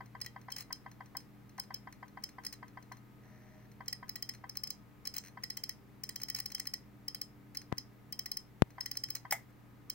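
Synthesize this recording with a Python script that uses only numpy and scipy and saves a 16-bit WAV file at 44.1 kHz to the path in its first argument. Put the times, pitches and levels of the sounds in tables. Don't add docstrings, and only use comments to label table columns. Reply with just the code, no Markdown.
import sys
import numpy as np
from scipy import signal
from scipy.fft import rfft, irfft
from scipy.io import wavfile

SR = 44100
rng = np.random.default_rng(int(sys.argv[2]) if len(sys.argv) > 2 else 0)


def pcm_store(signal):
    levels = np.round(np.clip(np.atleast_2d(signal), -1, 1) * 32767)
    wavfile.write(sys.argv[1], SR, levels.astype(np.int16).T)


N = 438354
SIZE = 8192
FREQS, AGE, TIME = np.fft.rfftfreq(SIZE, 1 / SR), np.arange(SIZE) / SR, np.arange(N) / SR
TURN_S = 60 / 5400

# f/Hz, relative level/dB
AIR_SPECTRUM = [(22, -10.5), (45, -19), (85, -3), (135, 1.5), (170, -2), (235, 1), (330, -5.5), (520, -12),
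                (900, -13), (1350, -17.5), (2050, -17.5), (3000, -26), (4500, -29.5), (9500, -36),
                (12000, -31.5), (15500, -28.5)]
# f/Hz, left over right/dB
AIR_BALANCE = [(60, -14), (150, -1), (380, 0), (950, 2.5), (2380, 1.5), (5980, -2), (15000, 2.5)]
# f/Hz, skirt half-width/Hz, level/dB, left over right/dB
MOTOR_TONES = [(57.4, 2.5, -72.5, -2), (120.3, 2.4, -62, 3.5), (155.5, 0.69, -74, -9),
               (203.8, 0.35, -66, 3), (295, 0.87, -69.5, 2), (397, 0.68, -80.5, 8), (467, 0.35, -81, 4),
               (1254, 0.72, -86, 19)]
# t/s, step height before filtering/dB
VOLTAGE_STEPS = [(7.7256, -13.5), (8.6215, -0.5)]

# f/Hz, width/Hz, left/dB, right/dB
CREEP_MODES = [(623, 25, 12, 15), (762, 33, 10, 3), (982, 40, 2, 8), (1880, 540, 3, 1.5),
               (4120, 62, -2, -10), (4970, 400, -14, -14), (5940, 490, -6, -6)]
STEP_MODES = [(1980, 1240, 0.5, -3), (4180, 58, 8.5, 9.5), (5150, 1200, -5.5, -9), (6000, 930, 0, 2),
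              (8900, 1400, -4, -12.5), (13500, 3300, -8.5, -7.5), (15800, 400, 1.5, -19)]
PIVOT_MODES = [(1000, 1450, -5, -2), (1777, 770, 4, -13), (2360, 1070, 2, 2.5), (4102, 59, 14, 16.5),
               (4680, 920, -23, 5), (6350, 690, 6, 6.5), (8900, 4300, 1, -20.5), (14700, 2500, 3.5, -38)]
CASE_MODES = [(631, 29, -7, -2.5), (795, 148, 0, -7), (984, 46, 2.5, -1.5), (1054, 77, -2.5, -1.5),
              (1230, 97, -12, -10), (1557, 81, -3, -16), (1774, 116, -12.5, -4.5), (1958, 56, -3, -18),
              (2034, 58, -6.5, -6), (2160, 160, -20.5, -18), (3173, 66, -25.5, -17),
              (4830, 530, -41.5, -25.5)]
STOP_MODES = [(584, 220, -21, -14), (780, 205, 1, 2.5), (1050, 270, 1, -4), (1600, 710, -6, -14),
              (2070, 270, 5, 4.5), (3140, 820, -16, -17), (6400, 2700, -23, -9), (8550, 2200, -10, -21),
              (13100, 4400, -6.5, -16), (15200, 900, -7, -13)]
FLEX_MODES = [(1940, 110, 4, 0.5), (2061, 45, 0, -22)]
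SEEK_MODES = [ (5070, 200, -6, 1), (5240, 200, 1, -4), (3170, 58, -16.5, -12.5), (4146, 75, -15.5, -16.5),
              (4420, 63, -34, -21.5), (6040, 405, -45, -10), (7400, 670, -23, -16), (8834, 500, -12.5, -21),
              (10470, 270, -17, -18), (12270, 260, -22.5, -25), (13300, 270, -21.5, -32),
              (14500, 1600, -34, -31), (14800, 170, -30, -17), (15740, 490, -3, -19)]

# t/s, number of steps, relative level/dB
STEP_RUNS = [(1.496, 1, -56.5), (1.928, 1, -48.5), (2.292, 1, -49), (2.923, 1, -46.5), (3.718, 1, -57.5),
             (4.339, 2, -49), (5.24, 5, -49), (6.657, 1, -44.5), (7.619, 1, -48), (8.707, 1, -56),
             (9.164, 1, -46)]
# t/s, length/s, relative level/dB
JUDDERS = [(.562, .015, -53), (0.587, 0.04, -57.5), (2.535, .008, -57), (5.053, .011, -56),
           (5.139, .055, -59.5), (6.359, 0.035, -54), (9.152, 0.02, -56.5)]
# t/s, waits before each further swing/turns
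SWING_RUNS = [ (.0055, [13, 19, 11, 20, 14, 13, 13]), (1.583, [11, 15, 14, 13, 19, 22, 13, 13]),
              (3.8055, [20, 37, 84]), (7.7189, []), (8.781, []), (9.251, [])]
# t/s, relative level/dB
SLAMS = [(9.3236, -28.5)]
# t/s, relative level/dB, flex offset/dB, waits before each further seek/turns
SEEK_RUNS = [ (.217, -29.5, -22, []), (0.2649, -38, -6, []), (.522, -31.5, -35, [18.6, 39.8]),
             (.565, -38.5, -19, [1.84, 2.1]), (1.599, -31, -37, [13.1]), (2.24, -32, -25.5, [20.5]),
             (2.4518, -38.5, -27, [6.94]), (3.8831, -30.5, -21, [4.22]),
             (4.095, -31, -21.5, [5.84, 6.04, 6]), (4.497, -38, -32, [16]),
             (4.5726, -30.5, -31, [5.9, 6.15]), (5.0551, -40, -33, [7.8]),
             (5.0745, -30.5, -24.5, [8.3, 1.5]), (5.4387, -31, -11.5, []),
             (5.504, -31, -20.5, [6.2, 5.95, 5.05]), (6.0385, -32, -22.5, [5, 6.05]),
             (6.219, -38, -22, [6.2, 7, 2.2, 11.8]), (6.2353, -30, -25, [6, 4.28, 4.8, 5.2]),
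             (6.55, -30, -21, [4.5, 6.58, 6]), (7.0834, -30.5, -26, [5.95, 6.05]), (7.551, -48.5, -3.5, []),
             (7.573, -31, -32, [18.9]), (8.1273, -29.5, -30, [6]), (8.2614, -33.5, -12.5, []),
             (8.318, -30, -29.5, [4.9]), (8.8093, -31, -19.5, [4.7, 4.9]),
             (8.9728, -29, -27.5, [6, 5.95, 4.35]), (9.3114, -27, -14, []), (9.9012, -29.5, -29, [])]


def from_db(db):
    return 10 ** (np.asarray(db) / 20)


def unit_rms(x):
    return x / np.sqrt(np.mean(x ** 2) + 1e-20)


def at_hz(points, hz):
    f, value = np.transpose(points)
    return np.interp(np.log(hz + 1), np.log(f), value)


def add(out, s, sound):
    at = round(s * SR)
    lo, hi = max(at, 0), min(at + sound.shape[-1], N)
    out[..., lo:hi] += sound[..., lo - at:hi - at]


def air_rush(level_db, shared):
    hz = np.fft.rfftfreq(N, 1 / SR)
    white = rfft(rng.standard_normal((3, N)))
    stereo = np.sqrt(shared) * white[0] + np.sqrt(1 - shared) * white[1:]
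    colour = from_db(at_hz(AIR_SPECTRUM, hz) + at_hz(AIR_BALANCE, hz) * [[.5], [-.5]])
    return from_db(level_db) * unit_rms(irfft(stereo * colour, N))


def motor_hum():
    out, freqs = np.zeros((2, N)), np.fft.rfftfreq(N, 1 / SR)
    for hz, width, db, pan_db in MOTOR_TONES:
        white = rfft(rng.standard_normal(N))
        skirt = unit_rms(irfft(white / (1 + ((freqs - hz) / width) ** 2), N))
        tone = unit_rms(np.sin(2 * np.pi * hz * TIME) + .22 * skirt)
        out += tone * from_db(db + pan_db * np.array([[.5], [-.5]]))
    return out


def desk_reflections(x, t60_s, wet_db, dull_hz):
    onset = 1 - np.exp(-(AGE / .008) ** 2)
    tail = rng.standard_normal((2, SIZE)) * from_db(-60 * AGE / t60_s) * onset
    tail *= from_db(wet_db) / np.sqrt(np.sum(tail ** 2) / 2)
    tail = signal.sosfilt(signal.butter(1, dull_hz, fs=SR, output="sos"), tail)
    return x + signal.oaconvolve(x, tail, axes=1)[:, :N]


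def electrical_pops(highpass_hz, edge_hz):
    out = np.zeros((2, N))
    pop = signal.sosfilt(signal.butter(3, highpass_hz, "high", fs=SR, output="sos"), np.ones(SIZE))
    pop = signal.sosfilt(signal.butter(1, edge_hz, fs=SR, output="sos"), pop)
    for s, db in VOLTAGE_STEPS:
        add(out[0], s, from_db(db) * pop)
    return out


def resonances(modes, offsets_db):
    power = 0
    for (hz, width, left, right), db in zip(modes, offsets_db):
        peak = from_db([[left + db], [right + db]]) / (1 + (2 * (FREQS - hz) / width) ** 2)
        power = power + peak ** 2
    cepstrum = irfft(np.log(power / power.mean() + 1e-5) / 2)
    cepstrum[:, 1:SIZE // 2] *= 2
    cepstrum[:, SIZE // 2 + 1:] = 0
    return np.exp(rfft(cepstrum))


def whiten(grain):
    spectrum = rfft(grain)
    return irfft(spectrum / (abs(spectrum) + 1e-12))


def shove(rise_s, fall_s):
    def force(grain):
        envelope = (1 - np.exp(-(AGE / rise_s) ** 3)) * np.exp(-AGE / fall_s)
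        for _ in range(4):
            grain = whiten(grain * envelope)
            envelope = np.sqrt(envelope / envelope.max())
        return rfft(grain * envelope)
    return force


def stroke(length_s):
    def force(grain):
        envelope = np.sin(np.pi * np.minimum(AGE / length_s, 1))
        for _ in range(3):
            grain = whiten(grain * np.sqrt(envelope))
        return rfft(grain * envelope)
    return force


def blows(moves, modes, force, lead_s, variety, scatter_db, gain_db):
    out, repeated = np.zeros((2, N)), rng.standard_normal(SIZE)
    response = resonances(modes, np.zeros(len(modes)))
    for (s, db), fresh in zip(moves, rng.standard_normal((len(moves), SIZE))):
        if scatter_db:
            response = resonances(modes, scatter_db * fresh[-len(modes):])
        ring = irfft(response * force(repeated + variety * fresh))
        add(out, s - lead_s, from_db(db + gain_db) * ring)
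    return out


def on_turns(start_s, waits):
    return start_s + TURN_S * np.cumsum([0, *waits])


def swing_times():
    return [s for start, waits in SWING_RUNS for s in on_turns(start, waits)]


def seek_moves(return_flex_db=6.5):
    return [(s, db, flex + return_flex_db * (k % 2))
            for start, db, flex, waits in SEEK_RUNS for k, s in enumerate(on_turns(start, waits))]


def head_creep(start_s, end_s, per_s):
    times = np.arange(start_s, end_s, 1 / per_s)
    moves = [(s + .0014 * rng.normal(), -65.5 + 1.7 * rng.normal()) for s in times]
    return blows(moves, CREEP_MODES, shove(rise_s=.0033, fall_s=.0072),
                 lead_s=0, variety=1.7, scatter_db=-1, gain_db=24)


def head_steps(settle_turns, lead_in_s, lead_in_share):
    settling = [(s + settle_turns * TURN_S, -55.5 + 2.5 * rng.normal()) for s in swing_times()]
    leading = [(s - lead_in_s, -47) for s, _, _ in seek_moves() if rng.random() < lead_in_share]
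    walking = [(start + k * TURN_S, db) for start, count, db in STEP_RUNS for k in range(count)]
    return blows(settling + walking + leading, STEP_MODES, shove(rise_s=.00187, fall_s=.0052),
                 lead_s=.004, variety=1.4, scatter_db=.5, gain_db=20.5)


def pivot_grinding(per_s, spread_db):
    slips = []
    for start, length, db in JUDDERS:
        for k, (late, size) in enumerate(rng.standard_normal((40, 2))):
            if k / per_s < length:
                slips.append((start + (k + .3 * late) / per_s, db + spread_db * size))
    return blows(slips, PIVOT_MODES, stroke(length_s=.005),
                 lead_s=.001, variety=7.4, scatter_db=-.5, gain_db=25)


def arm_swings():
    return blows([(s, -45) for s in swing_times()], CASE_MODES, stroke(length_s=.00928),
                 lead_s=.0029, variety=.047, scatter_db=0, gain_db=28)


def arm_slam():
    crack = blows(SLAMS, STOP_MODES, stroke(length_s=.0072),
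                  lead_s=.0021, variety=0, scatter_db=1, gain_db=28)
    rattle = blows(SLAMS, STOP_MODES, shove(rise_s=.00366, fall_s=.011),
                   lead_s=0, variety=0, scatter_db=1.5, gain_db=24)
    return crack + rattle


def arm_seeks():
    moves = seek_moves()
    clicks = blows([(s, db) for s, db, _ in moves], SEEK_MODES, stroke(length_s=.00674),
                   lead_s=.0043, variety=.5, scatter_db=3, gain_db=23)
    flexing = blows([(s, db + flex) for s, db, flex in moves], FLEX_MODES, stroke(length_s=.00674),
                    lead_s=.0048, variety=.67, scatter_db=4, gain_db=23.5)
    rubs = [(s, .34 * db + .3 * flex) for s, db, flex in moves]
    rasp = blows(rubs, PIVOT_MODES, shove(rise_s=.00122, fall_s=.0059),
                 lead_s=.0045, variety=4.3, scatter_db=-.5, gain_db=-7)
    return clicks + flexing + rasp


def scene():
    drive = arm_seeks() + head_steps(settle_turns=5, lead_in_s=.017, lead_in_share=.2)
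    drive += arm_swings() + arm_slam() + pivot_grinding(per_s=360, spread_db=4)
    drive += head_creep(start_s=3.23, end_s=3.66, per_s=90)
    drive[1] = np.interp(TIME - 52e-6, TIME, drive[1])
    at_microphone = desk_reflections(drive, t60_s=.19, wet_db=-11.5, dull_hz=8340)
    background = air_rush(level_db=-60.5, shared=.37) + motor_hum()
    return at_microphone + background + electrical_pops(highpass_hz=112, edge_hz=2300)


def record(dry):
    lowpass = signal.firwin(151, 16000, fs=SR, window="blackman")
    return signal.fftconvolve(dry, [lowpass], mode="same", axes=1)


dry = scene()
out = record(dry)
pcm_store(out)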